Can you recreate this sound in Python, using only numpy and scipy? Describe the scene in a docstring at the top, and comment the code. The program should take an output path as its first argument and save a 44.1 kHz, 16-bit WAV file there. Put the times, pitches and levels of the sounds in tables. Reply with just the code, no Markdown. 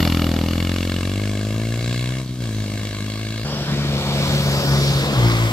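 """A dirt trail among trees: a single-cylinder quad bike, heard by a small two-port microphone.
First it pulls away with the tailpipe towards us, shifting up once; after a hard cut it comes past
side-on at full revs, firing unevenly, and shifts up again. The exhaust is a sum of firing orders, the
crack is noise in short jets through pipe resonances, roar and clatter are shaped noise, and a few
wavering partials hum beside the engine as it passes."""
import sys
import numpy as np
from scipy import signal
from scipy.io import wavfile
from scipy.ndimage import uniform_filter1d

SR = 44100
rng = np.random.default_rng(int(sys.argv[2]) if len(sys.argv) > 2 else 0)


def dump(signal):
    """Clip the signal to [-1, 1] and save it as 16-bit WAV at the path in sys.argv[1]."""
    limited = np.clip(np.atleast_2d(signal).T, -1, 1)
    pcm = np.round(limited * 32767).astype(np.int16)
    wavfile.write(sys.argv[1], SR, pcm)


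N = 243431
CUT_S = 3.448  # hard cut between the two passes
FRAME = 512  # samples in a spectral frame


def amp(db):
    """Decibels to gain."""
    return 10 ** (np.asarray(db) / 20)


def evened(x):
    """Scales to rms 1."""
    return x / np.sqrt(np.mean(x ** 2) + 1e-20)


def read(points, hz):
    """Reads a table on a log-frequency axis."""
    f, value = np.transpose(points)
    return np.interp(np.log(hz + 1), np.log(f + 1), value)


def spectra(x):
    """Short-time spectra: bin frequencies, frame times, values."""
    return signal.stft(x, SR, nperseg=FRAME, noverlap=FRAME * 3 // 4)


def noise_pair(envelope):
    """Spectra of two independent white noises under one envelope: the common sound and one port's own."""
    return spectra(envelope * rng.standard_normal((2, len(envelope))))[2]


def firings(hz, depth, start):
    """Cycle count, strength of each firing and size of its gas jet; uneven firing also shifts the timing."""
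    turns = np.cumsum(hz) / SR + start
    count = int(turns[-1]) + 3
    chance = rng.standard_normal((count, 3))
    place = np.arange(count)
    jitter = 0.025 * depth  # cycles
    turns = turns + jitter * np.interp(turns, place, chance[:, 2])
    strength = 1 + depth * np.interp(turns, place, chance[:, 0])
    size = amp(0.96 * chance[:, 1])
    return turns, strength, size


def exhaust(turns, hz, thumps, far, sharp_db, drone_db, thump_db, first_db, spread, skew):
    """One suction-like pulse a firing plus the drone at crank speed; spread smears it, upper orders first."""
    close, away = thumps
    upper = []
    for k in range(3, 23):
        colour_db = (1 - far) * read(close, k * hz) + far * read(away, k * hz)
        upper.append((k, amp(colour_db) * (k * hz < 950)))
    norm = np.sqrt(sum(a ** 2 for k, a in upper if k > 3) / 2)
    thump = 0
    for k, a in upper:
        # sharpness acts above 250 Hz, in full from 500 Hz; a shut throttle softens the pulse
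        sharpened = a * amp(sharp_db * np.clip(k * hz / 250 - 1, 0, 1))
        phase = skew + spread * (k * hz / 600) ** 2
        thump = thump + sharpened * np.cos(2 * np.pi * k * turns + phase)
    # the crank turns twice for each firing
    drone = np.cos(4 * np.pi * turns + 2.54) + amp(first_db) * np.sin(2 * np.pi * turns)
    return amp(thump_db) * thump / norm + amp(drone_db) * np.sqrt(2) * drone


def puffs(turns, hz, size, open_s, tail_s, steady):
    """Envelope of the gas jet: opens just before the pulse, blows briefly, then dies away."""
    ahead = turns + 0.0013 * hz  # 1.3 ms early
    since_s = ahead % 1 / hz
    opening = np.minimum(since_s / 0.00031, 1)
    jet = opening * np.exp(-np.maximum(since_s - open_s, 0) / tail_s)
    return evened(size[ahead.astype(int)] * jet + steady)


def modes(table, hz, valley_db, top_hz):
    """Gain of a set of resonances over a valley floor, fading outside the pipe's band."""
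    power = sum(amp(db) ** 2 / (1 + ((hz - f) / width) ** 2) ** 2 for f, width, db in table)
    band = hz ** 2 / (hz ** 2 + 1800.0 ** 2) / (1 + (hz / top_hz) ** 4)
    return evened(np.sqrt(power + amp(valley_db) ** 2) * band)


def crack(jet, crack_db, pipes, f, far, valley_db):
    """Hiss of the gas jets, coloured by the silencer's resonances, which change with direction."""
    close_pipe, far_pipe = (modes(p, f, valley_db, top_hz=5500)[:, None] for p in pipes)
    return noise_pair(amp(crack_db) * jet) * ((1 - far ** 2) * close_pipe + far ** 2 * far_pipe)


def roar(jet, roar_db, colour, f, far, throb, bright_db, churn_db, echo):
    """Roar of tyres, chain and engine scattered by the trees: shaped noise throbbing with the jets."""
    gain = amp(read(colour, f))
    gain /= np.sqrt(np.mean((gain * (f > 7000)) ** 2))  # level is set by the hiss above 7 kHz
    f = f[:, None]
    # a narrow bright band near 12 kHz and a low churning band near 700 Hz, strongest while close
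    bright = bright_db * (1 - far) * np.exp(-((f - 12200) / 1500) ** 2)
    churn = churn_db * (1 - far) ** 2 * np.exp(-((f - 700) / 400) ** 2)
    # a close echo, from the ground or inside the pipe, cuts hollows 552 Hz apart once the bike is away
    comb = abs(1 + echo * far * np.exp(-2j * np.pi * f / 552) / (1 + (f / 4500) ** 4))
    return noise_pair(amp(roar_db) * (1 + throb * jet)) * gain[:, None] * amp(bright + churn) * comb


def clatter(jet, clatter_db, f, throb, clatter_hz):
    """Mechanical clatter: one broad band of noise throbbing with the jets."""
    gain = evened(np.exp(-((f - clatter_hz) / 1100) ** 2))
    return noise_pair(amp(clatter_db) * (1 + throb * jet)) * gain[:, None]


def bumps(f, frames, lumpy_db):
    """Gain of drifting patches in time and pitch; bumps in the trail make the low roar lumpier than the hiss."""
    patches = rng.standard_normal((len(f), frames))
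    patches = evened(uniform_filter1d(uniform_filter1d(patches, size=30, axis=1), size=6, axis=0))
    patch_db = 1.5 + lumpy_db / (1 + (f / 900) ** 2)
    return amp(patch_db[:, None] * patches)


# How alike the two ports hear the noise. Each row: frequency in Hz, share common to both (0-1).
PORT_LIKENESS = [(100, 1), (400, .99), (800, .94), (1400, .75), (3000, .72), (5000, .55), (8000, .35),
                 (15000, .3)]


def two_ports(low, common, own, f, frame_s, balance, lags):
    """Spreads the sound over two ports that differ in colour, arrival time and part of their noise."""
    shared = np.clip(read(PORT_LIKENESS, f), 0, 1)[:, None]
    # the bike is left of the microphone, so the right port hears it later, more so as it moves round
    lag_ms = np.interp(frame_s, [0, frame_s[-1]], lags)
    delay = np.exp(-2j * np.pi * f[:, None] * lag_ms / 1000)
    tilt = amp(read(balance, f) / 2)[:, None]
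    left = (low + common) * tilt
    right = (low + shared * common + np.sqrt(1 - shared ** 2) * own) * delay / tilt
    return signal.istft(np.array([left, right]), SR, nperseg=FRAME, noverlap=FRAME * 3 // 4)[1]


def ride(t, control, thumps, pipes, roar_colour, balance, lags, start, first_db, steady, throb, clatter_hz,
         valley_db, bright_db, echo, turn_s, spread, lumpy_db, churn_db):
    """One pass of the bike: exhaust, hum, crack, roar and clatter, as the two ports hear them."""
    hz, drone_db, thump_db, crack_db, roar_db, clatter_db, treble_db, depth, sharp_db = control
    # colours change as the bike turns away from the microphone: 0 before the turn, 1 after
    far = np.interp(t, turn_s, [0, 1])
    turns, strength, size = firings(hz, np.clip(depth, 0, 1), start)
    pulses = exhaust(turns, hz, thumps, far, sharp_db, drone_db, thump_db, first_db, spread, skew=2.3)
    f, frame_s, low = spectra(strength * pulses + hum(t))
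    far = np.interp(frame_s + t[0], t, far)
    jet = puffs(turns, hz, size, open_s=0.0026, tail_s=0.0023, steady=steady)
    cracks = crack(jet, crack_db, pipes, f, far, valley_db)
    rush = roar(jet, roar_db, roar_colour, f, far, throb, bright_db, churn_db, echo)
    rush = rush + clatter(jet, clatter_db, f, throb, clatter_hz)
    noises = cracks + bumps(f, len(frame_s), lumpy_db) * rush
    # the treble brightens and dulls during each pass; the control is the gain at 12 kHz
    treble = np.interp(frame_s + t[0], t, treble_db)
    common, own = noises * amp(treble * (f[:, None] / 12000) ** 1.02)
    return two_ports(low, common, own, f, frame_s, balance, lags)[:, :len(t)]


# Gear shifts. Each row: start in seconds, length in seconds, how fully the throttle shuts (0-1).
GEAR_SHIFTS = [(2.229, 0.18, 1), (5.059, 0.053, 0.33)]


def throttle_shut(t):
    """0 on the gas, up to 1 during a shift: the throttle closes, stays shut, opens."""
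    close_s, open_s = 0.06, 0.03
    shut = 0
    for start, length, fully in GEAR_SHIFTS:
        closing = np.clip((t - start) / close_s + 0.5, 0, 1)
        opening = np.clip((start + length - t) / open_s + 0.5, 0, 1)
        shut = shut + fully * closing * opening
    return shut


def controls(t, engine, layers, sharp_db, loaded_db, uneven):
    """The engine table sets speed and drone; the mix table and the throttle set the other layers."""
    hz, drone_db = (np.interp(t, np.transpose(engine)[0], c) for c in np.transpose(engine)[1:])
    thump_db, crack_db, roar_db, clatter_db, treble_db = (
        np.interp(t, np.transpose(layers)[0], c) for c in np.transpose(layers)[1:])
    shut = throttle_shut(t)
    # in each gear the pulse sharpens as the engine takes up the load, over 0.39 s
    engaged = np.array([t[0]] + [start + length for start, length, fully in GEAR_SHIFTS if start > t[0]])
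    in_gear_s = t - engaged[np.searchsorted(engaged, t, "right") - 1]
    load = 1 - np.exp(-in_gear_s / 0.39)
    # a shut throttle lowers thump, crack and roar, raises the clatter, dulls the pulse and adds unevenness
    sharp_db = sharp_db + loaded_db * load - 11 * shut
    depth = uneven + 0.2 * shut + stumble(t)
    return (hz, drone_db, thump_db - 1.5 * shut, crack_db - 28 * shut, roar_db - 4.5 * shut,
            clatter_db + 2.5 * shut, treble_db, depth, sharp_db)


# Engine speed and effort. Each row: time in seconds, firings in Hz, drone in dB.
ENGINE_LEAVING = [(0.0, 42.15, -20.5), (0.29, 41.37, -23), (0.4, 40.66, -24.5), (0.59, 43.35, -23),
                  (0.75, 44.53, -24), (1.02, 44.68, -25.5), (1.23, 51.95, -23.5), (1.35, 50.77, -25),
                  (1.67, 56.43, -23.5), (2.1, 62.8, -23.5), (2.2, 65.5, -26.5), (2.26, 64.2, -30),
                  (2.28, 62.1, -31), (2.38, 62.96, -28.5), (2.44, 58.6, -25), (2.51, 54, -26.5),
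                  (2.61, 53.02, -23.5), (2.67, 51.1, -30), (2.75, 52.82, -27.5), (2.94, 51.76, -29),
                  (3.4, 55.3, -28), (3.44, 54.73, -27)]
# Mix as distance and direction change, with the throttle open. Each row: time in seconds, thump in dB,
# crack in dB, roar in dB, clatter in dB, treble at 12 kHz in dB.
MIX_LEAVING = [(0, -20.5, -24.5, -43.5, -38.5, -1.7), (.35, -23, -31, -44, -45.5, -5.5),
               (.8, -26, -30.5, -46, -45, -0.5), (1.15, -28, -34, -44, -49, -4),
               (1.6, -29, -39, -44.5, -56, -3), (1.949, -32.5, -33, -48, -40, 2.3),
               (2.2, -36, -37, -44.5, -55, -3.5), (2.55, -30.5, -43.5, -44.5, -48, -3.5),
               (2.9, -32.5, -36, -44.5, -49, -3), (3.44, -34, -37, -46, -42, -4)]
# Low colour of the exhaust pulse, close and far behind. Each row: frequency in Hz, relative level in dB.
PULSE_CLOSE = [(120, -1), (170, 2.5), (215, -1), (300, 0), (350, -14.5), (450, -23.5), (530, -13),
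               (700, -34), (900, -17)]
PULSE_FAR = [(150, -7), (210, 5.5), (270, -1.5), (330, -3), (420, -13), (520, -14.5), (650, -13.5),
             (760, -23), (900, -58)]
# Silencer resonances, close and far behind. Each row: centre in Hz, width in Hz, relative level in dB.
SILENCER_CLOSE = [(1200, 200, 1), (1810, 120, -7), (2240, 140, -6), (2870, 137, -2), (3460, 89, -5),
                  (4420, 350, -9.5), (5300, 390, -14.5)]
SILENCER_FAR = [(1107, 59.5, 0), (1643, 108, -2.5), (2194, 60, 2), (2750, 200, -7.5), (3395, 63, -4),
                (3950, 82, -6), (4330, 170, -12.5), (7800, 670, -10)]
# Colour of the roar from behind. Each row: frequency in Hz, relative level in dB per Hz.
ROAR_COLOUR_BEHIND = [(40, 0), (100, 18), (250, 20.5), (420, 4), (600, 6), (880, 2), (1500, 1), (3800, 3.5),
                      (6300, 0), (7600, 3), (8900, -5), (10800, -8.5), (12100, -4), (13500, -9.5),
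                      (15600, -12.5)]
# Port balance from behind. Each row: frequency in Hz, left minus right in dB.
BALANCE_BEHIND = [(60, -3), (92, 3), (140, 4.5), (210, -1.5), (330, 2.5), (500, 5), (770, 0.5), (1170, 7.5),
                  (1790, 3), (2740, 0.5), (4190, -3.5), (6410, 6.5), (9810, -10), (15000, -0.5)]


def pull_away(t):
    """The bike heads off, tailpipe towards us: a strong pulse that thins as it turns and recedes."""
    control = controls(t, ENGINE_LEAVING, MIX_LEAVING, sharp_db=-1.0, loaded_db=6, uneven=0.02)
    # lags in ms, start in cycles, spread in radians at 600 Hz
    return ride(t, control, (PULSE_CLOSE, PULSE_FAR), (SILENCER_CLOSE, SILENCER_FAR), ROAR_COLOUR_BEHIND,
                BALANCE_BEHIND, lags=(0.01, 0.06), start=0.8, first_db=-12, steady=0.13, throb=0.33,
                clatter_hz=4250, valley_db=-19.5, bright_db=12.5, echo=0.5, turn_s=(0, 1.3), spread=2.16,
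                churn_db=15.5, lumpy_db=1.5)


# A stumble of the engine. One row: middle in seconds, half length in seconds, added unevenness (0-1).
ENGINE_STUMBLE = (3.72, .15, .25)


def stumble(t):
    """Added unevenness of firing for a moment as the bike comes into view."""
    middle, half, extra = ENGINE_STUMBLE
    return extra * np.exp(-((t - middle) / half) ** 2)


# A hum beside the engine orders, probably the knobbly tyres.
# Each row: time in seconds, base pitch in Hz, level in dB.
HUM_PATH = [(3.6, 80.1, -41), (3.799, 83.15, -40), (3.999, 88.4, -31), (4.3, 90.2, -28.5), (4.6, 91.6, -30),
            (4.85, 90.5, -33), (5.05, 88, -27.5)]
# Partials of the hum. Each row: multiple of the base pitch, mean level in dB.
HUM_PARTIALS = [(1, -4.5), (2, -6), (4, -6), (6, -8)]


def hum(t):
    """A few wavering partials that fade in and out with the approach."""
    s, hz, level_db = np.transpose(HUM_PATH)
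    turns = np.cumsum(np.interp(t, s, hz)) / SR
    waver = rng.standard_normal((len(HUM_PARTIALS), len(t)))
    for _ in range(2):
        waver = uniform_filter1d(waver, size=1500, axis=1)
    tones = 0
    for (k, db), w in zip(HUM_PARTIALS, evened(waver)):
        tones = tones + amp(db + 1.5 * w) * np.cos(2 * np.pi * k * turns + 0.67 * w)
    fade = np.clip((t - s[0]) / 0.089, 0, 1) * np.clip((s[-1] - t) / 0.064, 0, 1)
    return np.sqrt(2) * amp(np.interp(t, s, level_db)) * fade * tones


# Engine speed and effort. Each row: time in seconds, firings in Hz, drone in dB.
ENGINE_PASSING = [(3.47, 72.3, -27.5), (3.62, 71.56, -24.5), (3.63, 71.25, -25.5), (3.84, 71.23, -25.5),
                  (4.05, 69.77, -25.5), (4.34, 71.4, -21.5), (4.58, 69.8, -20.5), (4.6, 70.2, -27.5),
                  (4.73, 69.53, -15), (4.75, 69.97, -20), (4.96, 69.44, -16.5), (5.03, 68.3, -23.5),
                  (5.13, 71.34, -27), (5.19, 61.6, -14.5), (5.25, 58.2, -15.5), (5.3, 57.6, -17),
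                  (5.47, 56.5, -18.5), (5.52, 54.3, -21)]
# Mix as distance and direction change, with the throttle open. Each row: time in seconds, thump in dB,
# crack in dB, roar in dB, clatter in dB, treble at 12 kHz in dB.
MIX_PASSING = [(3.45, -37, -47, -45, -35.5, -3), (3.75, -35.5, -36, -43.5, -38.5, -3),
               (4.0, -33.5, -33, -45, -41.5, 2), (4.3, -33, -29.5, -40, -42, 1.5),
               (4.65, -33.5, -44, -41, -34, 5.4), (4.85, -33.5, -29.5, -40, -32, 3),
               (5.0, -34.5, -34, -39, -33.5, 1.5), (5.1, -31, -39, -37.5, -42, -2),
               (5.3, -23.5, -26, -40.5, -39, 3), (5.52, -31, -31, -42.5, -52, 4)]
# Low colour of the exhaust pulse, side-on and once past. Each row: frequency in Hz, relative level in dB.
PULSE_SIDE = [(170, -29), (210, 4), (280, -6.5), (350, -11), (420, -7), (560, -7), (700, -9), (900, -56)]
PULSE_PAST = [(170, 3), (230, -2.5), (285, -2), (345, 2.5), (420, -19), (560, -11), (700, -16), (900, -15)]
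# Silencer resonances, side-on and once past. Each row: centre in Hz, width in Hz, relative level in dB.
SILENCER_SIDE = [(570, 36, -6), (950, 100, -1), (1520, 26, 0), (2300, 110, -0.5), (3680, 460, -2.5),
                 (4440, 120, 0)]
SILENCER_PAST = [(700.4, 168, -7), (1089, 140, 11.5), (1500, 71, 6), (2110, 250, 2.5), (4550, 340, -29)]
# Colour of the roar from the side. Each row: frequency in Hz, relative level in dB per Hz.
ROAR_COLOUR_SIDE = [(40, 8), (140, 24), (330, 18), (560, 19), (780, 15), (1300, 14), (1900, 9), (3500, 11),
                    (6600, 0), (7500, 3), (9400, -9), (11000, -5), (12200, -2), (13400, -10), (15600, -13)]
# Port balance from the side. Each row: frequency in Hz, left minus right in dB.
BALANCE_SIDE = [(60, 5), (120, -1.5), (240, 3), (480, 2.0), (950, 1.5), (1890, 1.5), (3770, -2),
                (7520, 2.5), (15000, -5)]


def come_past(t):
    """The bike goes by side-on at full revs: uneven firing, smeared pulses, a quick turn of colour once past."""
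    control = controls(t, ENGINE_PASSING, MIX_PASSING, sharp_db=-2.5, loaded_db=1.5, uneven=0.26)
    # lags in ms, start in cycles, spread in radians at 600 Hz
    return ride(t, control, (PULSE_SIDE, PULSE_PAST), (SILENCER_SIDE, SILENCER_PAST), ROAR_COLOUR_SIDE,
                BALANCE_SIDE, lags=(0.09, 0.22), start=0.91, first_db=-11.5, steady=1.0, throb=0.021,
                clatter_hz=4960, valley_db=-13.5, bright_db=-0.5, echo=0.067, turn_s=(5.08, 5.17), spread=13.9,
                churn_db=0.0, lumpy_db=1.1)


def scene():
    """The two passes, joined by a hard cut."""
    t = np.arange(N) / SR
    return np.hstack([pull_away(t[t < CUT_S]), come_past(t[t >= CUT_S])])


def record(dry):
    """The microphone drops the deepest bass; then a steep band limit at 15.77 kHz."""
    bass_cut = signal.butter(3, 42, "high", fs=SR, output="sos")
    edge = signal.firwin(1501, 15770, window=("kaiser", 9), fs=SR)
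    return signal.oaconvolve(signal.sosfilt(bass_cut, dry), edge[None], "same")


dry = scene()
out = record(dry)
dump(out)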